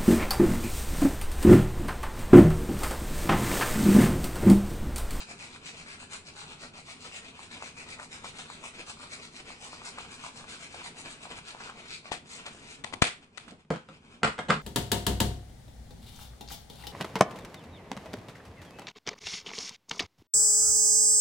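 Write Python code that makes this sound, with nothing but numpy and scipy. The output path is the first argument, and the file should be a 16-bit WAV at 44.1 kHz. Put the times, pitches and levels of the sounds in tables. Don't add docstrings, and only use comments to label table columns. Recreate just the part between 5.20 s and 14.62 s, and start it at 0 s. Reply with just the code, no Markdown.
import sys
import numpy as np
from scipy import signal
from scipy.fft import rfft, irfft, next_fast_len
from scipy.io import wavfile

SR = 44100
rng = np.random.default_rng(int(sys.argv[2]) if len(sys.argv) > 2 else 0)


def output_pcm(signal):
    pcm = np.clip(np.atleast_2d(signal).T, -1, 1) * 32767
    wavfile.write(sys.argv[1], SR, np.round(pcm).astype(np.int16))


N = 415422
RIGHT_LAG_S = 0.00015

# middle of the stroke in seconds,
# hiss in dB before trim, length in seconds, flexing in dB before trim, brightness in dB,
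# rasp in dB relative to the usual rasp.
STROKES = [(0.008, -36, 0.048, -48.5, -5, -2), (0.105, -45, 0.071, -48, 1.5, 0),
           (0.23, -42.5, 0.085, -45, 1.5, 2), (0.336, -49.5, 0.096, -57, -2, 2),
           (0.477, -41, 0.071, -49.5, -2.5, 3), (0.598, -44.5, 0.084, -54, -2.5, 1),
           (0.703, -43, 0.084, -46, 1.5, -7), (0.82, -46, 0.067, -53.0, 1.5, 4),
           (0.939, -39.0, 0.062, -40, 2.5, 0.5), (1.076, -43.5, 0.049, -51.5, -3.5, 0.5),
           (1.196, -44, 0.1, -45, 1.5, 2), (1.308, -48.5, 0.085, -50, -0.5, 5),
           (1.437, -43.0, 0.08, -46, -1.0, -1.5), (1.586, -46.5, 0.054, -51, -1, 3),
           (1.699, -44, 0.084, -50, -0.0, -1), (1.844, -45.5, 0.092, -54, 0.5, -0.5),
           (1.961, -45.5, 0.083, -45.5, 3.5, 6), (2.08, -48, 0.083, -53.5, -4, 1),
           (2.221, -48.5, 0.1, -50.0, 2.5, -0.5), (2.334, -45, 0.059, -43, 1.5, -6),
           (2.453, -44.5, 0.1, -49, 2.5, 1.5), (2.598, -45, 0.079, -46, 0, 5),
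           (2.717, -42.5, 0.074, -49, -1.5, 4.5), (2.827, -45.5, 0.065, -51, 1, -3),
           (2.946, -40.5, 0.079, -46, -3.5, -4), (3.069, -43, 0.079, -48, 0.0, 0),
           (3.196, -45, 0.096, -49, 1.5, 4), (3.326, -46.0, 0.12, -53, -3, 1),
           (3.461, -43.5, 0.088, -45.5, 1.0, -4), (3.585, -51.5, 0.11, -66, -1, 2.5),
           (3.7, -41.0, 0.064, -45, 1, -5), (3.822, -47.5, 0.11, -50.5, -1, -1),
           (3.933, -41.0, 0.067, -43.5, 0.5, 0.5), (4.038, -45.5, 0.089, -52, -4.5, -2.0),
           (4.168, -44.5, 0.082, -54, -1.5, -4), (4.303, -46.5, 0.087, -50.5, -3, 1.5),
           (4.437, -45.5, 0.098, -46.5, 0.5, -3.5), (4.544, -46, 0.097, -54, -3, -3),
           (4.669, -38.5, 0.067, -45.5, -1, -3), (4.815, -46.5, 0.1, -47, -1.5, -1),
           (4.934, -47.5, 0.068, -51.5, 1.5, 0), (5.047, -38.5, 0.069, -44, -4, -2),
           (5.181, -47, 0.083, -48.5, 2.5, -6), (5.32, -42, 0.086, -50, 0, -5),
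           (5.432, -42.5, 0.086, -55, -4, -2), (5.546, -48, 0.075, -47, 3, -2),
           (5.659, -40.5, 0.057, -44, 1, -2), (5.796, -43.5, 0.062, -50.5, 2, -3),
           (5.91, -45.5, 0.073, -50.5, 1.5, -1.0), (6.039, -49.5, 0.075, -52, 4, 6),
           (6.178, -46, 0.038, -64, 3, -5), (6.285, -44.5, 0.075, -55, 2, 5.5),
           (6.434, -42.5, 0.11, -44.0, -12, -2), (6.595, -50.5, 0.17, -53, -10, -8),
           (6.73, -38.5, 0.098, -58, -5.5, -5), (6.868, -50, 0.066, -47, -9, -1),
           (7.126, -43.5, 0.092, -56.5, 1.5, 2.5), (7.36, -54, 0.16, -62, -1, 1),
           (7.51, -47.5, 0.11, -54.5, -1, -1.5)]
# frequency in Hz, relative level in dB per Hz.
HISS = [(300, -33), (1000, -8.5), (1800, 2), (2500, 5.5), (3200, 1), (4100, 5), (5500, -1.5), (8000, -4),
        (10000, -11.5)]
# frequency in Hz, relative level in dB per Hz.
FLEX = [(100, -8.5), (300, -16.5), (600, 1), (1100, 4.5), (1600, 2.5), (2500, -3), (5000, -37),
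        (10000, -35.5)]
# centre in Hz, width in Hz, usual boost in dB.
RASP = (2400, 710, 0.21)


def sliding_notes(hiss_db=-4.0, flex_db=-5.0, crease_db=1.28, catch_db=1.1, room_db=-3.0, bright_from_hz=5700):
    t = np.arange(N) / SR
    out, echoes = np.zeros((2, 2, N))
    scrapes = [friction(per_s=1100, spread_db=2.5, smooth=0.43) * from_db(crease_db * drift(300)) for part in out]
    hiss = colour(scrapes, HISS)
    flex = colour([friction(per_s=260, spread_db=3.5, smooth=0.3) for part in out], FLEX)
    treble = signal.butter(2, bright_from_hz, "high", fs=SR, output="sos")
    sheen = signal.sosfiltfilt(treble, hiss)
    grip = from_db(catch_db * drift(60))
    rasp_hz, rasp_width, usual_rasp_db = RASP
    for s, level_db, length, bend_db, bright_db, rasp_db in STROKES:
        near = slice(max(0, int((s - 2 * length) * SR)), int((s + 2 * length) * SR))
        speed = grip[near] * np.exp(-((t[near] - s) / length * 2.15) ** 2)
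        slide = (hiss - sheen)[:, near] + from_db(bright_db) * sheen[:, near]
        slide = boost(slide, rasp_hz * np.exp(0.084 * rng.normal()), rasp_width, usual_rasp_db + rasp_db)
        bend = from_db(bend_db + flex_db) * flex[:, near]
        note = sheet_colour(speed * (from_db(level_db + hiss_db) * slide + bend))
        out[:, near] += note
        add(echoes, near.start / SR, from_db(room_db) * room(note.sum(axis=0)))
    return out, echoes


def sheet_colour(x, shape_db=5.5):
    level = np.std(x)
    for hz in np.geomspace(900, 5000, 5) * np.exp(rng.normal(0, .2, 5)):
        x = boost(x, hz, hz / 5, shape_db * rng.uniform(-2, 1))
    return level * rms_one(x)


def off_the_fan(x, bounce_s=.0006, swing_octaves=.6, share=.4):
    n = np.arange(N)
    delay = bounce_s * SR * 2 ** (swing_octaves * drift(14))
    bounced = np.interp(n - delay, n, x)
    return (x + share * bounced) / np.hypot(1, share)


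# time in seconds, pulse peak in dB, pitch in Hz.
FLICKS = [(0.0135, -37, 2600), (0.361, -36, 1410), (0.491, -32, 2360), (0.83, -39, 845), (1.435, -36, 675),
          (1.589, -39, 730), (2.193, -32, 1050), (2.424, -27, 1100), (2.667, -42, 990),
          (2.7985, -26.5, 1310), (2.8003, -53, 1350), (2.8215, -36, 1050), (2.83, -34, 1200),
          (3.0443, -29.5, 1090), (3.058, -34, 1100), (3.154, -41, 1100), (3.193, -33.5, 1100),
          (3.222, -40, 1050), (3.301, -30.5, 1090), (3.441, -33, 1050), (4.304, -35.5, 1010),
          (4.532, -32.5, 1030), (4.618, -35, 1070), (4.682, -37, 1120), (4.785, -26, 1000),
          (4.85, -38, 1100), (5.04, -33, 1200), (5.21, -37, 830), (5.242, -36.5, 1100), (5.545, -34, 755),
          (5.617, -36, 1070), (6.055, -31.5, 935), (6.113, -35, 840), (6.123, -55, 940), (6.188, -29, 2360),
          (6.349, -33, 880), (6.488, -44, 1290), (6.498, -29, 1190), (7.267, -32, 980), (7.348, -43.5, 620)]
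# frequency in Hz, relative level in dB per Hz.
CRACKLE = [(100, -1), (400, 2.5), (720, 4), (1000, 4.5), (1450, 5), (2000, 4.5), (2700, 4), (3800, 3),
           (5500, -4), (7700, -6.5), (10000, -13)]


def flicking_notes(snap_db=0.0, flutter_db=-17.5, flutter_s=0.0097, tick_db=-11, rebound_db=-11.5,
                   rebound_s=.008, crinkle_db=-19, crinkle_s=0.021):
    t = np.arange(SR // 10) / SR
    snaps, flutter, ticks = np.zeros((3, N))
    for s, level_db, hz in list(FLICKS) + soft_flicks():
        crack = from_db(level_db + snap_db) * snap(hz, cycles=0.8)
        start = s - len(crack) / 2 / SR
        add(snaps, start, crack)
        delays = np.cumsum(rebound_s * rng.uniform(0.285, 1.6, size=3))
        for delay, chance in zip(delays, rng.standard_normal(size=3)):
            rebound = snap(hz * np.exp(-.15 * chance), cycles=0.73)
            add(snaps, start + delay, from_db(level_db + rebound_db + 2 * chance) * rebound)
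        lead = t[t < s]
        add(flutter, s - lead[-1], from_db(level_db + crinkle_db) * np.exp(-lead[::-1] / crinkle_s))
        add(flutter, s, from_db(level_db + flutter_db) * np.exp(-t / flutter_s))
        add(ticks, s, from_db(level_db + tick_db) * np.exp(-t / 0.003))
    flutter = colour(flutter * friction(per_s=420, spread_db=1.0, smooth=0.65), FLEX)
    return snaps + flutter + colour(ticks * rng.standard_normal(N), CRACKLE)


def soft_flicks(chance=0.15, usual_db=-54.5, usual_hz=855, scatter_s=0.048, scatter_db=5.5, scatter_octaves=0.26):
    middles = [row[0] for row in STROKES]
    luck = rng.random(len(middles))
    spread = rng.standard_normal((len(middles), 3))
    flicks = []
    for s, draw, (shift, loud, high) in zip(middles, luck, spread):
        if draw < chance:
            hz = usual_hz * 2 ** (scatter_octaves * high)
            flicks.append((s + scatter_s * shift, usual_db + scatter_db * loud, hz))
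    return flicks


def snap(hz, cycles):
    phase = np.arange(-SR // 200, SR // 200) / SR * hz
    return np.cos(2 * np.pi * phase) * np.exp(-(phase / cycles) ** 2)


# time in seconds, pulse in dB, crackle in dB, crackle decay in seconds,
# left over right in dB, room feed in dB, low cut of the crackle in Hz.
SLAPS = [(6.9176, -20.5, -30.5, 0.023, 8, -6, 300), (7.261, -41, -36, 0.019, 2, -6.5, 300),
         (7.6432, -36, -20.5, 0.0015, 11, -5, 900), (7.6467, -26.5, -32, 0.0015, 8, -3, 300),
         (7.726, -30, -37.5, 0.0023, 4, 2.5, 600), (7.7371, -25, -24, 0.0028, 8.5, -13.5, 302),
         (7.8202, -19, -9, 0.0042, 6.5, -3, 118), (7.868, -46, -29, 0.014, 2, -8, 1000),
         (8.043, -53, -52.5, 0.0027, 3, 2.5, 2000), (8.178, -43, -32.5, 0.0026, 17, -1.5, 900),
         (8.237, -57, -50, .002, 0, -11, 1200), (8.2804, -39, -47.5, 0.014, -7, -4, 300),
         (8.308, -55, -39.5, 0.0024, -6, -5, 2500)]
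SLAP_HZ, SLAP_DB, SLAP_DB_PER_OCTAVE = 925, -26, 22


def slapping_notes(rise_s=0.00096, brush_db=-11, brush_s=0.00087, touch_s=0.0037, touch_db=-37, touch_decay_s=0.0025):
    t = np.arange(SR // 10) / SR
    direct, feed = np.zeros((2, N)), np.zeros(N)
    crack = colour(signal.unit_impulse(len(t)), CRACKLE)[0, :len(t)]
    grains = friction(per_s=3000, spread_db=2.0, smooth=.5)
    since_touch = np.r_[-t[::-1], t] + touch_s
    touch = (since_touch > 0) * np.exp(-np.abs(since_touch) / touch_decay_s)
    for s, pulse_db, crackle_db, decay, pan_db, room_db, low_hz in SLAPS:
        thin = signal.butter(1, low_hz, "high", fs=SR)
        brush = from_db(brush_db) * np.exp(-t[::-1] / brush_s)
        impact = np.exp(-t / decay) * (1 - np.exp(-t / rise_s))
        force = from_db(crackle_db) * np.r_[brush, impact]
        if crackle_db > touch_db:
            force = np.hypot(force, from_db(touch_db) * touch)
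        burst = force * np.roll(grains, rng.integers(N))[:len(force)]
        burst = rms_one(burst) * np.std(force)
        crackle = signal.lfilter(*thin, colour(burst, CRACKLE)[0, :len(force)])
        pop_hz = SLAP_HZ * 2 ** ((SLAP_DB - pulse_db) / SLAP_DB_PER_OCTAVE)
        pop = from_db(pulse_db) * pulse(pop_hz, cycles=1.0)
        left, right = pan(pan_db) * (np.r_[0 * t, pop] + crackle)
        add(direct[0], s - t[-1], left)
        add(direct[1], s - t[-1] + RIGHT_LAG_S, right)
        even_crack = np.linalg.norm(force) * signal.lfilter(*thin, crack)
        add(feed, s, from_db(room_db) * (pop + even_crack))
    return direct, feed


# resonance in Hz, width in Hz, boost in dB.
PALM_MODES = [(718, 49, 2.2), (1970, 160, 3.7), (2380, 170, 3.8), (3480, 160, 4.4), (4450, 160, 4)]


def palm_ring(x):
    for mode in PALM_MODES:
        x = boost(x, *mode)
    return x


# peak in dB, push length in seconds, left over right in dB.
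PUFF = (-18.5, 0.0017, 30.6)


def air_puff(travel_s=0.0016):
    level_db, push_s, pan_db = PUFF
    s = max(SLAPS, key=lambda slap: slap[1])[0]
    out = np.zeros((2, N))
    age = 2 * np.arange(SR // 10) / SR / push_s
    swing = age * (2 - age) * np.exp(-age)
    add(out, s + travel_s, from_db(level_db) * pan(pan_db) * swing / swing.max())
    return out


# time in seconds, knock in dB, contact cut-off in Hz,
# sheet edges in dB, reflections in dB.
TAPS = [(8.316, -40, 590, -68, 2.5), (8.448, -42, 202, -65, -12), (8.5036, -13.5, 560, -30.5, -3),
        (8.52, -30, 596, -42, -1), (8.538, -31.5, 400, -41.5, -0.5), (8.558, -45, 600, -42.5, -2),
        (8.686, -36, 343, -47.5, -1), (9.017, -41, 597, -74, 11), (9.031, -18.5, 1810, -17.5, -2),
        (9.045, -23.5, 1850, -25, -1.5), (9.072, -29.5, 1500, -31.5, -1), (9.18, -37, 1200, -38.5, -1),
        (9.188, -25.5, 1810, -31.5, -3), (9.284, -29, 604, -38, 7), (9.2932, -15, 400, -32, -1),
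        (9.3, -18.5, 2200, -24.5, -6), (9.304, -19.5, 2420, -18, -5.5), (9.317, -26.5, 2000, -32, 1),
        (9.337, -37, 1200, -42, -3), (9.356, -18, 170, -55, -11)]
# frequency in Hz, relative level in dB per Hz.
EDGES = [(100, -1), (400, -4.5), (780, -3.5), (1250, 1.5), (1700, -4.5), (2100, -7.5), (2500, -7.5),
         (3400, -8), (4300, -14), (6000, -20.5), (8000, -23), (10000, -33.5)]


def tapping_stack(lowest_hz=72, edges_room_db=6.0, edge_spread_s=0.0017):
    t, out = np.arange(SR // 3) / SR, np.zeros((2, N))
    contacts = friction(per_s=800, spread_db=2.5, smooth=.25)
    landing = t / edge_spread_s * np.exp(1 - t / edge_spread_s)
    for s, knock_db, contact_hz, edges_db, room_db in TAPS:
        contact = signal.butter(2, contact_hz, fs=SR)
        knock = from_db(knock_db) * signal.lfilter(*contact, table_knock())
        sheets = landing * np.roll(contacts, rng.integers(N))[:len(t)]
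        sheets = rms_one(sheets) * np.std(landing)
        edges = from_db(edges_db) * colour(sheets, EDGES)[0, :len(t)]
        add(out, s, knock + edges)
        reflected = room(knock + from_db(edges_room_db) * edges, build_s=0.0012)
        add(out, s, from_db(room_db) * reflected)
    low_cut = signal.butter(2, lowest_hz, "high", fs=SR, output="sos")
    return signal.sosfilt(low_cut, out + 1e-18)


# usual frequency in Hz, level in dB before trim, 60 dB decay in seconds.
TABLE_MODES = [(146.5, -2, 0.14), (210, -2.5, 0.14), (271, -5, 0.08), (328, -6.5, 0.11), (439, 1, 0.075),
               (520.5, 0, 0.1), (622, 2, 0.055), (718, 0, 0.095), (865, -1, 0.058), (1068, -6, 0.055),
               (1246, 3, 0.061), (1388, 4, 0.066), (1600, 3, 0.091), (1927, -1.5, 0.1), (2094, 3, 0.11),
               (2570, -7, 0.045)]


def table_knock(ring_db=-10.5, spot_db=0.5, detune=0.016, thud_hz=500, thud_db=-7.5, bulk_hz=170, bulk_db=-7.0):
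    t = np.arange(SR // 3) / SR
    wood = np.zeros(len(t))
    for k, (hz, db, t60) in enumerate(TABLE_MODES):
        decay = from_db(db + ring_db + spot_db * rng.normal() - 60 * t / t60)
        ring = np.sin(2 * np.pi * hz * (1 + detune * rng.normal()) * t)
        wood += decay * ring * (-1) ** k
    thud = from_db(thud_db) * pulse(thud_hz, cycles=0.82)
    bulk = from_db(bulk_db) * pulse(bulk_hz, cycles=1.0)
    add(wood, 0, -thud - bulk)
    return wood


# time in seconds, low rubbing in dB, rustle in dB before trim.
HANDLING = [(0, -55.5, -56), (2.8, -56, -52), (3.1, -52.5, -54.5), (3.4, -55, -52.5), (6.3, -55.5, -47),
            (6.85, -56, -49), (7.6, -54.5, -51.5), (7.851, -55.5, -63.5), (8.149, -63, -62),
            (8.33, -54.5, -57), (8.44, -69, -68), (8.65, -61, -59), (8.85, -57, -52.5), (9.0, -57.5, -55),
            (9.42, -47, -68)]
# frequency in Hz, relative level in dB per Hz.
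RUSTLE = [(100, -10), (400, -2), (1200, 2), (1800, 1), (2600, 1.5), (4000, -4.5), (6000, -10.5),
          (10000, -18.5)]
# frequency in Hz, relative level in dB per Hz.
RUBBING = [(20, -2.5), (50, -6.5), (90, 1.5), (120, -4), (150, 3.5), (200, -1), (250, 3.5), (320, -8),
           (400, -2), (550, -12), (1200, -14), (5000, -51)]


def handling():
    s, *levels = np.transpose(HANDLING)
    rub, rustle = [from_db(np.interp(np.arange(N) / SR, s, db)) for db in levels]
    surround = diffuse(next_fast_len(N))[:, :N]
    rumble = colour(surround * rub * from_db(1.34 * drift(25)), RUBBING)
    unsteady = from_db(-7.0 + 5.22 * drift(35))
    paper = colour(rustle * unsteady * friction(per_s=600, spread_db=2.5, smooth=1.0), RUSTLE)
    return rumble, paper


# frequency in Hz, 60 dB decay in seconds.
ROOM_T60 = [(150, 0.19), (500, 0.19), (2000, 0.27), (5000, 0.24), (10000, 0.25)]


def room(x, build_s=0.00033, size=11025, spread_db=3.5, merge_s=.06):
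    t, hz = np.arange(size) / SR, np.fft.rfftfreq(size - 1, 1 / SR)
    knots = t[::SR // 500]
    chance = np.interp(t, knots, rng.standard_normal(len(knots)))
    uneven = from_db(spread_db * np.exp(-t / merge_s) * chance)
    noise, tail = rfft(diffuse(size)), 0
    centres, t60s = np.transpose(ROOM_T60)
    for share, t60 in zip(np.eye(len(centres)), t60s):
        band = irfft(noise * np.interp(np.log(hz + 1), np.log(centres), share), size)
        tail = tail + band * from_db(-60 * t / t60)
    build_up = 1 - np.exp(-t / build_s)
    return convolve(x, rms_one(tail * uneven * build_up) / np.sqrt(size))


def diffuse(size, port_spacing_s=0.00045):
    alike = .97 * np.sinc(2 * np.fft.rfftfreq(size, 1 / SR) * port_spacing_s)
    mid, side = rfft(rng.standard_normal((2, size)))
    return irfft(np.sqrt(1 + alike) * mid + np.sqrt(1 - alike) * side * [[1], [-1]], size) / np.sqrt(2)


def friction(per_s, spread_db, smooth):
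    sizes = from_db(spread_db * np.minimum(rng.exponential(1, N), 4)) * rng.choice([-1, 1], N)
    clicks = rms_one(sizes * (rng.random(N) < per_s / SR))
    return rms_one(clicks + smooth * rng.standard_normal(N))


def pulse(hz, cycles):
    phase = np.arange(SR // 10) / SR * hz
    return np.sin(2 * np.pi * phase) * np.exp(-(phase - 1 / 4) / cycles)


def drift(rate):
    knots = rng.standard_normal(N // 40)
    return rms_one(np.interp(np.arange(N) / SR * rate, np.arange(len(knots)), knots))


def boost(x, hz, width, db):
    resonance = signal.iirpeak(hz, hz / width, fs=SR)
    return x + (from_db(db) - 1) * signal.lfilter(*resonance, x + 1e-18)


def moving_resonance(x, hz, width, db, count=7, swing_octaves=.12):
    position, stops = np.tanh(drift(9)), np.linspace(-1, 1, count)
    out = 0
    for stop, share in zip(stops, np.eye(count)):
        tuned = boost(x, hz * 2 ** (swing_octaves * stop), width, db)
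        out = out + np.interp(position, stops, share) * tuned
    return out


def colour(x, spectrum, size=4096):
    gain = rms_one(from_db(at_hz(spectrum, np.fft.rfftfreq(size, 1 / SR))))
    cepstrum = irfft(np.log(gain))
    cepstrum[1:size // 2] *= 2
    cepstrum[size // 2 + 1:] = 0
    return convolve(x, irfft(np.exp(rfft(cepstrum))))


def at_hz(points, hz):
    points = np.array(points)
    return np.interp(np.log(hz + 1), np.log(points[:, 0]), points[:, 1])


def convolve(x, response):
    return signal.fftconvolve(np.atleast_2d(x), np.atleast_2d(response), axes=-1)[:, :N]


def from_left(x, lag_s, pan_db):
    n, x = np.arange(N), np.ravel(x)
    return np.array([x, np.interp(n - lag_s * SR, n, x)]) * pan(pan_db)


def pan(db):
    return from_db(np.array([[db], [-db]]) / 2)


def add(track, s, sound):
    start = max(0, round(s * SR))
    track[..., start:start + sound.shape[-1]] += sound[..., :N - start]


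def from_db(db):
    return 10 ** (np.asarray(db) / 20)


def rms_one(x):
    return x / np.sqrt(np.mean(x ** 2) + 1e-20)


# usual centre in Hz, width in Hz, boost in dB.
HAND_HOLLOW = (2450, 140, 5)
# usual centre in Hz, width in Hz, level in dB.
COUNTING_DIP = (1782, 275, -8.5)


def scene(tip_db=-6.0, tip_lag_s=0.000294):
    rumble, rustle = handling()
    (under_thumb, tip), echoes = sliding_notes()
    flicks = flicking_notes()
    slaps, slap_feed = slapping_notes()
    paper = from_left(off_the_fan(under_thumb + rustle[0]) + flicks, RIGHT_LAG_S, pan_db=1.5)
    paper = paper + from_left(from_db(tip_db) * off_the_fan(tip), tip_lag_s, pan_db=2.5)
    paper[0] = moving_resonance(paper[0], *HAND_HOLLOW)
    counting = paper + echoes + from_db(-1) * room(rustle) + from_db(-10.5) * room(flicks)
    counting = moving_resonance(counting, *COUNTING_DIP)
    slapping = palm_ring(slaps + room(slap_feed, build_s=0.017))
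    return counting + slapping + air_puff() + tapping_stack() + rumble


# centre in Hz, width in Hz, boost in dB.
PORTS = [
    [(7740, 1170, 6), (5350, 1100, -2)],
    [(9030, 270, 11), (6900, 1200, -1)],
]


def record(dry, clip_level=.85, cutoff_hz=10150):
    out = dry.copy()
    for side, resonances in enumerate(PORTS):
        for resonance in resonances:
            out[side] = boost(out[side], *resonance)
    clipped = np.clip(out, -clip_level, clip_level)
    top_cut = signal.ellip(12, .3, 110, cutoff_hz, fs=SR, output="sos")
    return signal.sosfilt(top_cut, clipped)


dry = scene()
out = record(dry)
output_pcm(out)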